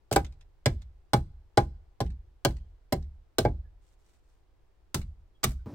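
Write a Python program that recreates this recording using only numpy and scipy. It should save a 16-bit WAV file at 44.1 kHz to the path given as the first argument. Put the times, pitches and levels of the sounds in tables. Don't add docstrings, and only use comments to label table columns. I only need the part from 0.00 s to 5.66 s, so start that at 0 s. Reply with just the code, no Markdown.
import sys
import numpy as np
from scipy import signal
from scipy.fft import rfft, irfft, next_fast_len
from scipy.io import wavfile

SR = 44100
rng = np.random.default_rng(int(sys.argv[2]) if len(sys.argv) > 2 else 0)


def output_pcm(signal):
    pcm = np.clip(np.atleast_2d(signal).T, -1, 1) * 32767
    wavfile.write(sys.argv[1], SR, np.round(pcm).astype(np.int16))


N = 249606

# t/s, crack level/dB, crack treble roll-off f/Hz, billet level/dB,
# billet overtone tilt [dB per octave], support log level/dB, thump level/dB
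BLOWS = [(0.1125, -32, 9000, -31, 0, -25.5, -23.5), (0.1603, -18.5, 12980, -11, 0, -18.5, -17.5),
         (0.6580, -17.5, 6810, -24, 7.5, -20.5, -10), (1.1332, -18.5, 9800, -12, 0, -17, -9.5),
         (1.5730, -15.5, 5800, -12, 0, -16, -12.5), (2.0034, -30, 8500, -27, 1, -26.5, -17),
         (2.4490, -17.2, 13000, -21.5, 4.5, -19.5, -12.5), (2.9232, -26.5, 14000, -29.5, 5.5, -22, -19),
         (3.3836, -16, 11500, -30, -1, -18, -21), (3.4497, -21, 1700, -27, 7, -20.5, -15.5),
         (4.9440, -22.5, 22000, -37, -1, -42, -20.5), (5.4315, -26, 6500, -44, 8, -49, -37),
         (5.4385, -19, 32000, -42, -1, -46, -22.5)]
# f/Hz, level/dB (per Hz)
FIBRE_SPECTRUM = [(200, -5.5), (700, 5), (1500, -0.5), (2500, -1), (4000, -1.5), (8500, -0.5),
                  (11000, -5.5), (16000, -4.5)]
# f/Hz, correlation [0 to 1]
CRACK_LIKENESS = [(500, 0.9245), (1500, .6), (3000, 0.9), (6000, 0.12), (15000, 0.13)]
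# f/Hz, correlation [0 to 1]
AIR_LIKENESS = [(100, 0.58), (400, 0.41), (1500, 0.27), (6000, 0.11)]


def amp(db):
    return 10 ** (np.asarray(db) / 20)


def read(points, hz):
    f, value = np.transpose(points)
    return np.interp(np.log(hz + 1), np.log(f), value)


def add(mix, s, sound):
    part = mix[..., round(s * SR):][..., :sound.shape[-1]]
    part += sound[..., :part.shape[-1]]


def colour(pair, spectrum, likeness, bright_hz=SR):
    size = next_fast_len(pair.shape[1] + 1024)
    hz = np.fft.rfftfreq(size, 1 / SR)
    first, second = rfft(pair, size)
    same = np.clip(read(likeness, hz), -1, 1)
    gain = amp(read(spectrum, hz))
    gain = gain / np.sqrt(np.mean(gain ** 2))
    gain = gain / (1 + (hz / bright_hz) ** 2)
    both_halves = np.r_[gain, gain[1:size - len(hz) + 1][::-1]]
    causal = np.exp(np.conj(signal.hilbert(np.log(both_halves))))[:len(hz)]
    sides = np.array([first, same * first + np.sqrt(1 - same ** 2) * second])
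    return irfft(sides * causal, size)[:, :pair.shape[1]]


def snaps(t, grain_db):
    ms = (t * 1000).astype(int)
    size = amp(grain_db * np.clip(rng.standard_normal(ms[-1] + 1), -2, 2))
    return rng.standard_normal((2, len(t))) * size[ms] / np.sqrt(np.mean(size ** 2))


def ring(modes, rise_s, spread_db, pitch=1, detune=.01, chatter_hz=0):
    t, knots = np.arange(SR) / SR, np.linspace(0, 1, 500)
    hz, db, t60 = np.transpose(modes)[:, :, None]
    weight, drift, phase = rng.standard_normal((3, len(modes), 1))
    steps = rng.standard_normal((len(modes), len(knots)))
    walks = np.cumsum(steps, 1) * np.sqrt(chatter_hz * knots[1] / (2 * np.pi))
    wander = np.array([np.interp(t, knots, walk) for walk in walks])
    waves = np.sin(2 * np.pi * (hz * pitch * (1 + detune * drift) * t + phase + wander))
    decay = np.exp(-np.log(1000) * t / t60)
    swell = 1 - np.exp(-(t / rise_s) ** 2)
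    return (amp(db + spread_db * weight) * decay * waves).sum(0) * swell


def crack(spectrum, bite_s, bright_hz, rise_s, uneven_db):
    t = np.arange(SR // 10) / SR
    force = (1 - np.exp(-t / rise_s)) / (1 + (t / bite_s) ** 4.0)
    hz = np.geomspace(100, 16000, 90)
    spot = np.c_[hz, read(spectrum, hz) + uneven_db * rng.standard_normal(len(hz))]
    return colour(snaps(t, grain_db=3.5) * force, spot, CRACK_LIKENESS, bright_hz)


def dying_noise(t60s, levels, size):
    hz, t, bands = signal.stft(rng.standard_normal((2, SR)), SR, nperseg=size)
    rate = np.log(1000) / read(t60s, hz)[:, None]
    level = amp(read(levels, hz))[:, None] * np.sqrt(2 * rate / SR)
    return signal.istft(bands * level * np.exp(-rate * t), SR, nperseg=size)[1][:, :SR]


def still_air():
    # f/Hz, level/dB (per Hz)
    air_spectrum = [(20, 4), (60, 1.5), (100, -8), (230, -24.5), (350, -14), (560, -22.5), (800, -22),
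                    (1200, -27.5), (2500, -34), (5000, -39), (7000, -44.5), (10000, -48), (16000, -47.5)]
    return amp(-63) * colour(rng.standard_normal((2, N)), air_spectrum, AIR_LIKENESS)


def hatchet():
    # f/Hz, level/dB (per Hz)
    bite_spectrum = [(100, -10), (350, -0.5), (800, 2.5), (1500, 4.5), (2100, 0), (2600, -5), (3200, -1),
                     (4600, 1.5), (6800, -4), (8200, 2.5), (10000, -4), (15500, -1.5)]
    # f/Hz, level/dB, t60 [s]
    blade_modes = [(3000, -2, 0.029), (3290, -1, 0.033), (3640, -6, 0.01), (4096, -2.5, 0.039),
                   (4755, 2, 0.035), (5110, -1, 0.041), (6330, -0.5, 0.018), (7670, 0.5, 0.028),
                   (8170, -3, 0.019)]
    # f/Hz, level/dB, t60 [s]
    billet_modes = [(829.6, 0, 0.072), (937, -10.5, 0.032), (931, -10.5, 0.048), (1026, -7, .052),
                    (1157, -11, .035), (1314, -18, 0.066), (1484, -14, .035), (1520, -11.5, 0.043),
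                    (1622, -11.5, 0.064), (2117, -18, 0.053), (2277, -20.5, 0.064)]
    # f/Hz, level/dB, t60 [s]
    support_modes = [(229.76, -10.5, 0.14), (305, -9.5, 0.09), (330.3, -6, 0.19), (387, -3, .085),
                     (465, -2.5, .07), (545, -7.5, 0.11), (595, -2.5, .055), (690.5, -2.5, 0.079),
                     (751.5, -8, .08)]
    blade_db = -11.5
    firm_db, firm_bite_s, bite_doubles_db = -20, .0058, 15
    out = np.zeros((2, N))
    for s, crack_db, bright_hz, billet_db, overtone_db, support_db, _ in BLOWS:
        bite_s = firm_bite_s * 2 ** ((firm_db - crack_db) / bite_doubles_db)
        pitch = .987 + .014 * rng.uniform(-1, 1)
        bite = crack(bite_spectrum, bite_s, bright_hz, rise_s=.0008, uneven_db=2.8)
        add(out, s, amp(crack_db) * bite)
        blade = np.array([ring(blade_modes, rise_s=0.00027, spread_db=2.0, detune=.018, chatter_hz=60)
                          for side in "LR"])
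        dulling = 1 + (4500 / bright_hz) ** 2
        add(out, s, amp(crack_db + blade_db) / dulling * blade)
        lowest_hz = billet_modes[0][0]
        tilted = [(hz, db + overtone_db * np.log2(hz / lowest_hz), t60) for hz, db, t60 in billet_modes]
        billet = ring(tilted, rise_s=.003, spread_db=2.5, pitch=pitch, detune=.008, chatter_hz=21.99)
        add(out, s, amp(billet_db) * billet)
        support = ring(support_modes, rise_s=0.0017, spread_db=1.0, pitch=pitch, detune=.02, chatter_hz=18)
        add(out, s, amp(support_db) * support)
    return out


def easing():
    ease_db, fade_db_per_s = -20.5, 400
    out, t = np.zeros((2, N)), np.arange(SR // 4) / SR
    for s, crack_db, bright_hz, *_ in BLOWS:
        run = amp(crack_db + ease_db - fade_db_per_s * t) * (1 - np.exp(-t / .006))
        crackle = colour(snaps(t, grain_db=5.5), FIBRE_SPECTRUM, CRACK_LIKENESS, 1.7 * bright_hz)
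        add(out, s, run * crackle)
    return out


def woodpile():
    # f/Hz, level/dB, t60 [s]
    thump_modes = [(126.8, -0.5, 0.12), (152, -12.5, .09), (94.7, -6, 0.12)]
    # f/Hz, level/dB, t60 [s]
    pile_modes = [(34.3, -12.5, 0.99), (45, -7.5, 0.65), (62.3, 0, 0.52), (71.4, -6, 0.53),
                  (85.04, -6, 0.48), (135, -12.5, 0.18)]
    # f/Hz, t60 [s]
    jostle_t60 = [(30, 0.9), (70, .5), (130, 0.41), (250, 0.2217), (500, 0.117)]
    # f/Hz, level/dB
    jostle_levels = [(20, -6.5), (60, -1), (130, 0), (250, -4.5), (400, -7.5), (700, -25), (2000, -59)]
    thump_after_s, rock_after_s = .003, .041
    firm_thump_db, firm_rock_db, rock_share, jostle_gain_db = -15, -29, .22, 49.3
    out, t = np.zeros(N), np.arange(SR) / SR
    for s, *_, thump_db in BLOWS:
        rock_db = firm_rock_db + rock_share * (thump_db - firm_thump_db)
        thump = ring(thump_modes, rise_s=0.01, spread_db=0.73, detune=.022)
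        add(out, s + thump_after_s, amp(thump_db) * thump)
        rocking = ring(pile_modes, rise_s=0.0065, spread_db=1.16, detune=.05)
        add(out, s + rock_after_s, amp(rock_db) * rocking)
        jostle = dying_noise(jostle_t60, jostle_levels, size=1024)[0] * (1 - np.exp(-t / 0.0039))
        add(out, s + thump_after_s, amp(rock_db + jostle_gain_db) * jostle)
    return out


def splitting():
    # t/s, level/dB, length [s], fall over that length [dB]
    tears = [(0.123, -29.5, .014, 0.5), (0.137, -44, 0.023, 8.5), (3.394, -51.5, 0.062, 10),
             (4.961, -45.5, .07, 23), (5.44, -24.5, .01, 4), (5.449, -45, .085, 13.5)]
    # t/s, level/dB
    freed = [(5.4424, -16.5)]
    # f/Hz, level/dB, t60 [s]
    sliver_modes = [(1300, -5.5, 0.038), (1224, -8, 0.034), (1404, -10.5, 0.022), (2370, -8.5, 0.028),
                    (3800, -7, 0.026)]
    out = np.zeros((2, N))
    for s, db, length_s, fall_db in tears:
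        t = np.arange(0, 2 * length_s, 1 / SR)
        fade = amp(db - fall_db * t / length_s)
        run = fade * (1 - np.exp(-t / 0.0014)) / (1 + (t / length_s) ** 10)
        add(out, s, colour(snaps(t, grain_db=6.5) * run, FIBRE_SPECTRUM, CRACK_LIKENESS))
    for s, db in freed:
        add(out, s, amp(db) * ring(sliver_modes, rise_s=0.0011, spread_db=1.5, detune=.004, chatter_hz=25))
    return out


def loose_pieces():
    # t/s, level/dB
    ticks = [(0.246, -43.5), (0.322, -59), (0.408, -55.5), (0.817, -52), (2.061, -53), (2.102, -55),
             (2.505, -52), (2.565, -53), (3.023, -58), (5.014, -46)]
    # f/Hz, level/dB (per Hz)
    stick_spectrum = [(200, -14), (800, -1.5), (1400, -1.5), (2100, 4), (2800, -1), (4000, 4), (5200, 0.5),
                      (8200, 1), (10000, -8), (16000, -9.5)]
    out = np.zeros((2, N))
    for s, db in ticks:
        bounce_s = s + rng.uniform(.007, 0.018)
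        for at, drop_db in [(s, 0), (bounce_s, 10)]:
            touch = crack(stick_spectrum, bite_s=0.0064, bright_hz=7500, rise_s=0.0014, uneven_db=3.5)
            add(out, at, amp(db - drop_db) * touch)
    return out


def squeaks():
    # t/s, f/Hz, level/dB
    calls = [(3.643, 1655, -62), (5.343, 3290, -65), (5.585, 1500, -63)]
    t60_s = .11
    out = np.zeros((2, N))
    for s, hz, db in calls:
        add(out, s, ring([(hz, db, t60_s)], rise_s=.012, spread_db=.5, chatter_hz=70))
    return out


def coat():
    # t/s, length [s], level/dB
    strokes = [(3.8, .17, -76.5), (3.96, .27, -76.5), (4.22, .19, -82)]
    # f/Hz, level/dB (per Hz)
    coat_spectrum = [(200, 2.5), (1000, 1.5), (2500, -0.5), (5000, -1), (8500, 0), (10000, -9.5),
                     (16000, -12.5)]
    t = np.arange(N) / SR
    rub = np.full(N, amp(-93))
    for s, length_s, db in strokes:
        add(rub, s, amp(db) * np.sin(np.linspace(0, np.pi, round(length_s * SR))))
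    knots = np.arange(0, t[-1], .012)
    scuff_db = 2.1 * np.interp(t, knots, rng.standard_normal(len(knots)))
    return rub * amp(scuff_db) * colour(snaps(t, grain_db=3), coat_spectrum, AIR_LIKENESS)


def echoes(x, t60s, levels, start_s, count=3):
    out, t = np.zeros((2, N)), np.arange(N) / SR
    for k in range(count):
        share = np.sqrt(2 / count) * np.cos(np.pi * (t + k / count))
        reflections = dying_noise(t60s, levels, size=256)
        add(out, start_s, signal.fftconvolve(x * share, reflections, axes=1))
    return out


def yard(x, wall_s, wall_lead_s, wall_db):
    # f/Hz, t60 [s]
    scatter_t60 = [(100, 0.15), (500, 0.16), (1500, 0.11), (4000, 0.104), (15000, 0.0052)]
    # f/Hz, level/dB
    scatter_levels = [(100, -23), (400, -14.5), (1000, -7.5), (3000, -9), (15000, -11.5)]
    # f/Hz, t60 [s]
    trees_t60 = [(100, 0.85), (800, 0.8779), (4000, .5), (15000, 0.24)]
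    # f/Hz, level/dB
    trees_levels = [(100, -38.5), (800, -41), (1600, -39.5), (4000, -35), (9000, -36), (15000, -39)]
    scatter = echoes(x, scatter_t60, scatter_levels, start_s=0.0025)
    trees = echoes(x, trees_t60, trees_levels, start_s=0.045)
    out = x + scatter + trees
    siding = signal.butter(1, [300, 7000], "band", fs=SR, output="sos")
    thrown = amp(wall_db) * signal.sosfilt(siding, x)
    add(out[0], wall_s, thrown[0])
    add(out[1], wall_s + wall_lead_s, thrown[1])
    return out


def scene():
    left_lead_s = .000095
    out = still_air()
    work = hatchet() + easing() + splitting() + loose_pieces() + squeaks()
    left, right = yard(work, wall_s=.0049, wall_lead_s=.00022, wall_db=-6.5) + woodpile()
    add(out[0], 0, left * amp(0.5))
    add(out[1], left_lead_s, right * amp(1.1))
    return out + coat()


def record(dry):
    edge_hz = 16300
    low_pass = signal.firwin(301, edge_hz, window=("kaiser", 9), fs=SR)
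    return signal.oaconvolve(dry, low_pass[None], "same")


dry = scene()
out = record(dry)
output_pcm(out)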